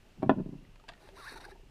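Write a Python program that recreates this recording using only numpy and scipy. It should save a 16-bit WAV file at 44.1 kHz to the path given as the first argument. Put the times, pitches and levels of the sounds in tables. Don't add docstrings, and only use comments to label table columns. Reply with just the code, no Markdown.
import sys
import numpy as np
from scipy import signal
from scipy.fft import rfft, irfft, next_fast_len
from scipy.io import wavfile
from scipy.ndimage import uniform_filter1d, map_coordinates

SR = 44100
rng = np.random.default_rng(int(sys.argv[2]) if len(sys.argv) > 2 else 0)


def unload_wav(signal):
    wavfile.write(
        sys.argv[1],
        SR,
        np.round(np.clip(np.atleast_2d(signal).T, -1, 1) * 32767).astype(np.int16),
    )


def undo_db(level):
    steps = np.asarray(level, float) / 20
    return 10 ** steps


N = 74970
T = np.arange(N) / SR
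GRIP_DB, GRIP_RATE = 1.6, 45


def unit(x):
    return x / np.sqrt(np.mean(x ** 2) + 1e-20)


def filtered(x, response):
    m = next_fast_len(len(x) + 8192)
    return irfft(rfft(x, m) * response(np.fft.rfftfreq(m, 1 / SR)), m)[:len(x)]


def coloured(points, size):
    f, db = np.transpose(points)
    noise = rng.standard_normal(size)
    return unit(filtered(noise, lambda hz: undo_db(np.interp(np.log(hz + 1), np.log(f), db))))


def resonant(x, peaks):
    def response(f):
        total = 0
        for k, (centre, width, db) in enumerate(peaks):
            damping = 1j * f * width
            total = total + (-1) ** k * undo_db(db) * damping / (centre * centre - f * f + damping)
        return total
    return filtered(x, response)


def wobble(rate):
    return map_coordinates(rng.standard_normal(4000), [T * rate])


def curve(s, db):
    return undo_db(np.interp(T, s, db, -120, -120))


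def add(out, s, x):
    part = out[round(s * SR):][:len(x)]
    part += x[:len(part)]


def tool_blows():
    # (time [s], force [dB], contact length [ms], bite [dB])
    contacts = [(0.185, -40, 5.7, -13), (0.196, -32.5, 6.2, -16), (0.2233, -30.5, 1.28, 4),
                (0.2295, -13.5, 1.586, -3.5), (0.2323, -22, 2.2, 1.5), (.240, -23, 2.24, -4),
                (.2462, -27.5, 1.6, -6), (0.260, -21.5, 4, 7), (0.268, -20.5, 5.1, -7),
                (0.2944, -4.5, 1.356, -1), (0.297, -9, 1.425, -3.5), (0.2985, -12, 1.196, -2.5),
                (0.3018, -19, 2, 9), (0.3084, -20.5, 2.7, 5), (0.3126, -15.5, 2.5, -3.5),
                (0.3162, -15, 1.644, -8), (0.33, -28.5, 2.3, 0), (0.338, -28.5, 6.3, -2),
                (0.363, -28.5, 3.4, -7), (0.372, -22.5, 3, -18), (0.3789, -28, 3.7, -8),
                (0.3836, -22, 2.7, -8.5), (0.388, -24.5, 3, 2), (0.3983, -23, 2.52, -6),
                (0.404, -22, 2.8, -10), (0.4150, -26.5, 4.5, -10), (0.46, -27.5, 2.6, -14),
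                (.4655, -33, 4.5, -12), (0.49, -28, 3.55, -17), (0.523, -35, 3, -14), (.530, -36, 3.2, -21),
                (0.552, -36, 3, -14), (0.558, -38, 4, -8), (0.587, -40, 4.6, -5), (0.624, -42.5, 4.4, -6),
                (.686, -47, 6.2, -8)]
    # (frequency [Hz], level [dB], t60 [s])
    planks = [(109, -10.5, 0.18), (148.6, -6.5, 0.12), (183.6, -2, 0.099), (222.6, -0.5, 0.081),
              (267, -2.5, 0.051), (313, -4, 0.036), (364, 1.5, 0.019), (473, -15.5, 0.013),
              (584, -23, 0.13)]
    # (frequency [Hz], level [dB], t60 [s])
    edge_spot = [(632, -1.5, .045), (762, -4.5, 0.064), (940, -1.5, 0.026), (1100, 1, .03),
                 (1730, -0.5, 0.05), (2320, 7.5, 0.032)]
    # (frequency [Hz], level [dB], t60 [s])
    flat_spot = [(648, -1, .045), (755, -11.5, 0.03), (900, -3.5, 0.012), (1022, 5, 0.018),
                 (1220, -9.5, 0.016), (1450, 4.5, 0.027), (1560, -3, 0.05), (1737, 7, 0.051),
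                 (2464, 2.5, .03)]
    # (frequency [Hz], level [dB])
    crack_spectrum = [(300, -3.5), (1500, 7.5), (2100, -8), (3500, -6.5), (4100, -22.5), (6000, -37.5),
                      (10000, -45), (14000, -63)]
    flat_from_s, bite_above_hz, scatter_db = 0.28, 1200, 1.5
    crack_db, crack_t60, crack_rise_s, hardness = -13.5, 0.028, 0.0008, 2.4

    out, t = np.zeros(N), T[:SR // 4]
    for s, db, ms, bite_db in contacts:
        modes = planks + (edge_spot if s < flat_from_s else flat_spot)
        hz, level_db, t60 = np.transpose(modes)[:, :, None]
        level_db = level_db + scatter_db * rng.standard_normal(hz.shape)
        level_db = level_db + bite_db * (hz > bite_above_hz)
        ring = np.sum(undo_db(level_db - 60 * t / t60) * np.sin(2 * np.pi * hz * t), axis=0) / 2.59
        push = np.sin(2 * np.pi * np.clip(1000 * t[:400] / ms, 0, 1))
        thud = np.convolve(ring, push / np.abs(push).sum())[:len(t)]
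        crack = coloured(crack_spectrum, size=len(t)) * undo_db(crack_db + bite_db - 60 * t / crack_t60)
        crack *= (1 - np.exp(-(t / crack_rise_s) ** 2)) / ms ** hardness
        add(out, s, undo_db(db) * (thud + crack))
    return out


def loose_things():
    # (time [s], level [dB])
    shiver = [
        (.165, -68),
        (.235, -45),
        (.285, -54),
        (.3, -36),
        (.345, -47),
        (.39, -47),
        (.5, -54),
        (.7, -70),
    ]
    # (frequency [Hz], level [dB])
    spectrum = [(70, -31.5), (130, -10), (250, 10.5), (600, -10), (1100, -16.5), (2000, -40.5), (4000, -52),
                (8000, -92)]
    s, db = np.transpose(shiver)
    return coloured(spectrum, size=N) * curve(s, db) * undo_db(3 * wobble(71.85))


def table():
    radiates = signal.butter(3, 108, 'high', fs=SR, output='sos')
    return signal.sosfilt(radiates, tool_blows() + loose_things())


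def metal_clicks():
    # (time [s], peak [dB], ring [Hz], t60 [s])
    clicks = [(.226, -52.5, 4100, 0.011), (0.2295, -53.5, 9780, 0.0057), (0.2298, -57, 8000, 0.0074),
              (.230, -57, 5600, .01), (0.295, -56.5, 9500, .005), (0.311, -56.5, 4620, 0.016),
              (0.560, -63, 1700, 0.015), (.650, -55, 1990, 0.022), (0.7578, -47.5, 3470, 0.0036),
              (.760, -57.5, 960, 0.026), (0.798, -49.5, 1210, 0.02), (.839, -52.5, 900, 0.05),
              (0.8835, -51, 3520, 0.015), (0.8823, -40, 1630, 0.016), (0.884, -45, 820, 0.017),
              (0.8882, -32, 4750, 0.0041), (.8886, -48, 7200, .006), (.8905, -43, 3040, 0.018),
              (0.8914, -37, 1585, 0.025), (0.8942, -38.5, 955, 0.011), (.896, -42, 1190, 0.026),
              (.897, -42, 730, 0.037), (.900, -50.5, 699, 0.19), (.909, -56, 3270, 0.014),
              (0.919, -50, 1830, 0.013), (.923, -51, 870, .03), (0.9353, -45, 3650, 0.0064),
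              (0.9376, -50.5, 1860, 0.037), (.952, -55, 1390, .015), (.977, -56, 1770, 0.018),
              (1.073, -52.5, 870, 0.04), (1.0885, -47, 570, 0.044), (1.0884, -48, 1700, 0.02),
              (1.089, -49, 900, 0.024)]
    # (frequency [Hz], level [dB])
    snap_spectrum = [(400, 0), (1200, 8), (3000, 2.5), (4500, 1.5), (6200, -18), (7500, -13.5),
                     (11000, -23.5), (14000, -42)]
    snap_db, snap_t60, rise_s = -3, 0.012, 0.00044
    out, t = np.zeros(N), T[:SR // 5]
    for s, db, hz, t60 in clicks:
        snap = coloured(snap_spectrum, size=len(t)) * undo_db(snap_db - 60 * t / snap_t60)
        ring = undo_db(-60 * t / t60) * np.sin(2 * np.pi * hz * t)
        add(out, s, undo_db(db) * (snap + ring) * (1 - np.exp(-t / rise_s)))
    return out


def rub():
    # (time [s], pressure [dB])
    pressure = [(.98, -91), (1.01, -65), (1.088, -64.5), (1.125, -81), (1.167, -57), (1.228, -54),
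                (1.287, -49), (1.346, -53), (1.353, -64), (1.358, -51.5), (1.383, -53.5), (1.394, -70),
                (1.41, -51), (1.427, -63), (1.455, -51.5), (1.469, -68), (1.518, -59), (1.535, -92)]
    # (centre [Hz], width [Hz], level [dB])
    tube = [(390, 120, -16.5), (870, 320, -2.5), (1700, 710, -0.5), (2680, 430, -8), (3795, 220, -3),
            (4360, 216, -3.5), (4760, 200, -7.5), (5620, 250, -10), (6120, 350, -15.5), (8920, 190, -12.5),
            (8750, 2200, -18), (10030, 180, -12), (10700, 130, -20.5), (12000, 1100, -35)]
    grit = rng.standard_normal(N) * undo_db(1.8 * wobble(500))
    out = np.zeros(N)
    for k, peak in enumerate(tube):
        gripped = grit * undo_db(GRIP_DB * wobble(GRIP_RATE))
        out += (-1) ** k * resonant(gripped, [peak])
    s, db = np.transpose(pressure)
    return unit(out) * curve(s, db)


def squeak():
    # (time [s], pitch [Hz], level [dB])
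    glide = [(1.163, 910, -64), (1.176, 1030, -54.5), (1.186, 1398, -58), (1.203, 1406, -51.5),
             (1.218, 1174, -56.5), (1.245, 1072, -53.5), (1.257, 1409, -54), (1.27, 1540, -49.5),
             (1.283, 1794, -49), (1.301, 1625, -63.5), (1.32, 1700, -48)]
    # (multiple of the pitch, level [dB])
    overtones = [(2, -21), (3, -27)]
    s, hz, db = np.transpose(glide)
    pitch = np.interp(T, s, hz) * (1 + 0.009 * wobble(250))
    phase = 2 * np.pi * np.cumsum(pitch) / SR
    gain = uniform_filter1d(curve(s, db), size=200) * undo_db(2 * wobble(150))
    tone = np.sin(phase)
    for multiple, level_db in overtones:
        tone += undo_db(level_db + GRIP_DB * wobble(GRIP_RATE)) * np.sin(multiple * phase)
    return np.sqrt(2) * gain * tone


def slips():
    # (time [s], length [s], frequency [Hz], level [dB])
    bursts = [(1.023, 0.016, 350, -54), (1.054, 0.028, 390, -56.5), (1.142, 0.047, 390, -54.5),
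              (1.323, 0.007, 390, -44), (1.327, 0.018, 870, -58), (1.343, 0.014, 1476, -51.5),
              (1.362, 0.016, 390, -47.5), (1.365, 0.026, 900, -46), (1.376, 0.0081, 1414, -44.5),
              (1.391, 0.018, 330, -54), (1.402, 0.0051, 857, -46.5), (1.439, .01, 1150, -54),
              (1.445, 0.011, 1480, -47), (1.454, 0.0089, 1600, -44.5), (1.466, 0.013, 380, -49),
              (1.465, .012, 860, -51), (1.487, 0.019, 815, -47.5), (1.521, 0.031, 860, -57),
              (1.52, 0.011, 1740, -51), (1.527, 0.024, 390, -49.5), (1.598, 0.0082, 390, -54.5),
              (1.636, 0.013, 390, -54)]
    out = np.zeros(N)
    waver = np.cumsum(0.02 * wobble(200)) / SR
    for s, length, hz, db in bursts:
        swell = np.exp(-(3 * (T - s) / length) ** 2)
        out += undo_db(db) * swell * np.sin(2 * np.pi * hz * (T + waver))
    return out


def palm():
    # (time [s], level [dB])
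    shifting = [(0, -85), (.06, -72), (0.141, -72.5), (.2, -90), (.76, -79), (.8, -68), (.98, -72),
                (1.03, -62), (1.1, -65), (1.19, -56.5), (1.25, -78), (1.33, -59), (1.5, -63), (1.7, -71)]
    # (centre [Hz], width [Hz], level [dB])
    saddle = [(350, 80, 4), (542, 58, 0.5), (597, 120, -2), (900, 100, -4)]
    s, db = np.transpose(shifting)
    gain = undo_db(np.interp(T, s, db, -120) + 3.8 * wobble(60.45))
    return unit(resonant(rng.standard_normal(N), saddle)) * gain


def yard_echo(near):
    yard_db, yard_t60, delay = -13, 0.12, 250
    t = T[:SR // 3]
    tail = rng.standard_normal(len(t)) * undo_db(-60 * t / yard_t60)
    late = np.pad(near, (delay, 0))
    return undo_db(yard_db) * signal.fftconvolve(late, tail / np.linalg.norm(tail))[:N]


def wind():
    # (time [s], buffet [dB])
    gusts = [(0.0, -58), (0.118, -57.5), (0.15, -62.5), (0.202, -53), (0.273, -53), (0.672, -56),
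             (1.112, -60), (1.15, -53), (1.324, -58), (1.354, -54), (1.624, -57.5), (1.7, -49.5)]
    # (frequency [Hz], level [dB])
    rumble = [(12, -16), (30, 1.5), (60, -14), (110, -14), (200, -25), (400, -120)]
    s, db = np.transpose(gusts)
    return unit(coloured(rumble, size=N) * undo_db(1.02 * wobble(12))) * undo_db(np.interp(T, s, db))


def insects():
    # (centre [Hz], width [Hz], level [dB])
    band = [(2740, 600, 0)]
    chorus = resonant(resonant(rng.standard_normal(N), band), band)
    return undo_db(-76) * unit(chorus * undo_db(1.5 * wobble(60)))


def air():
    # (frequency [Hz], level [dB])
    hiss = [(70, -7.5), (125, -6.5), (230, -8), (500, -14), (1000, -18.5), (2000, -20), (5000, -26),
            (15400, -39.5)]
    return undo_db(-65.5 + 0.8 * wobble(7.1)) * coloured(hiss, size=N)


def scene():
    near = table() + metal_clicks() + rub() + squeak() + slips() + palm()
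    return (near + yard_echo(near) + wind() + insects() + air())[None]


def top_cut(x):
    return signal.sosfilt(signal.butter(12, 15300, fs=SR, output="sos"), x)


def record(dry):
    mix = filtered(dry[0], lambda hz: hz < 15300)[None]
    return top_cut(mix)


dry = scene()
out = record(dry)
unload_wav(out)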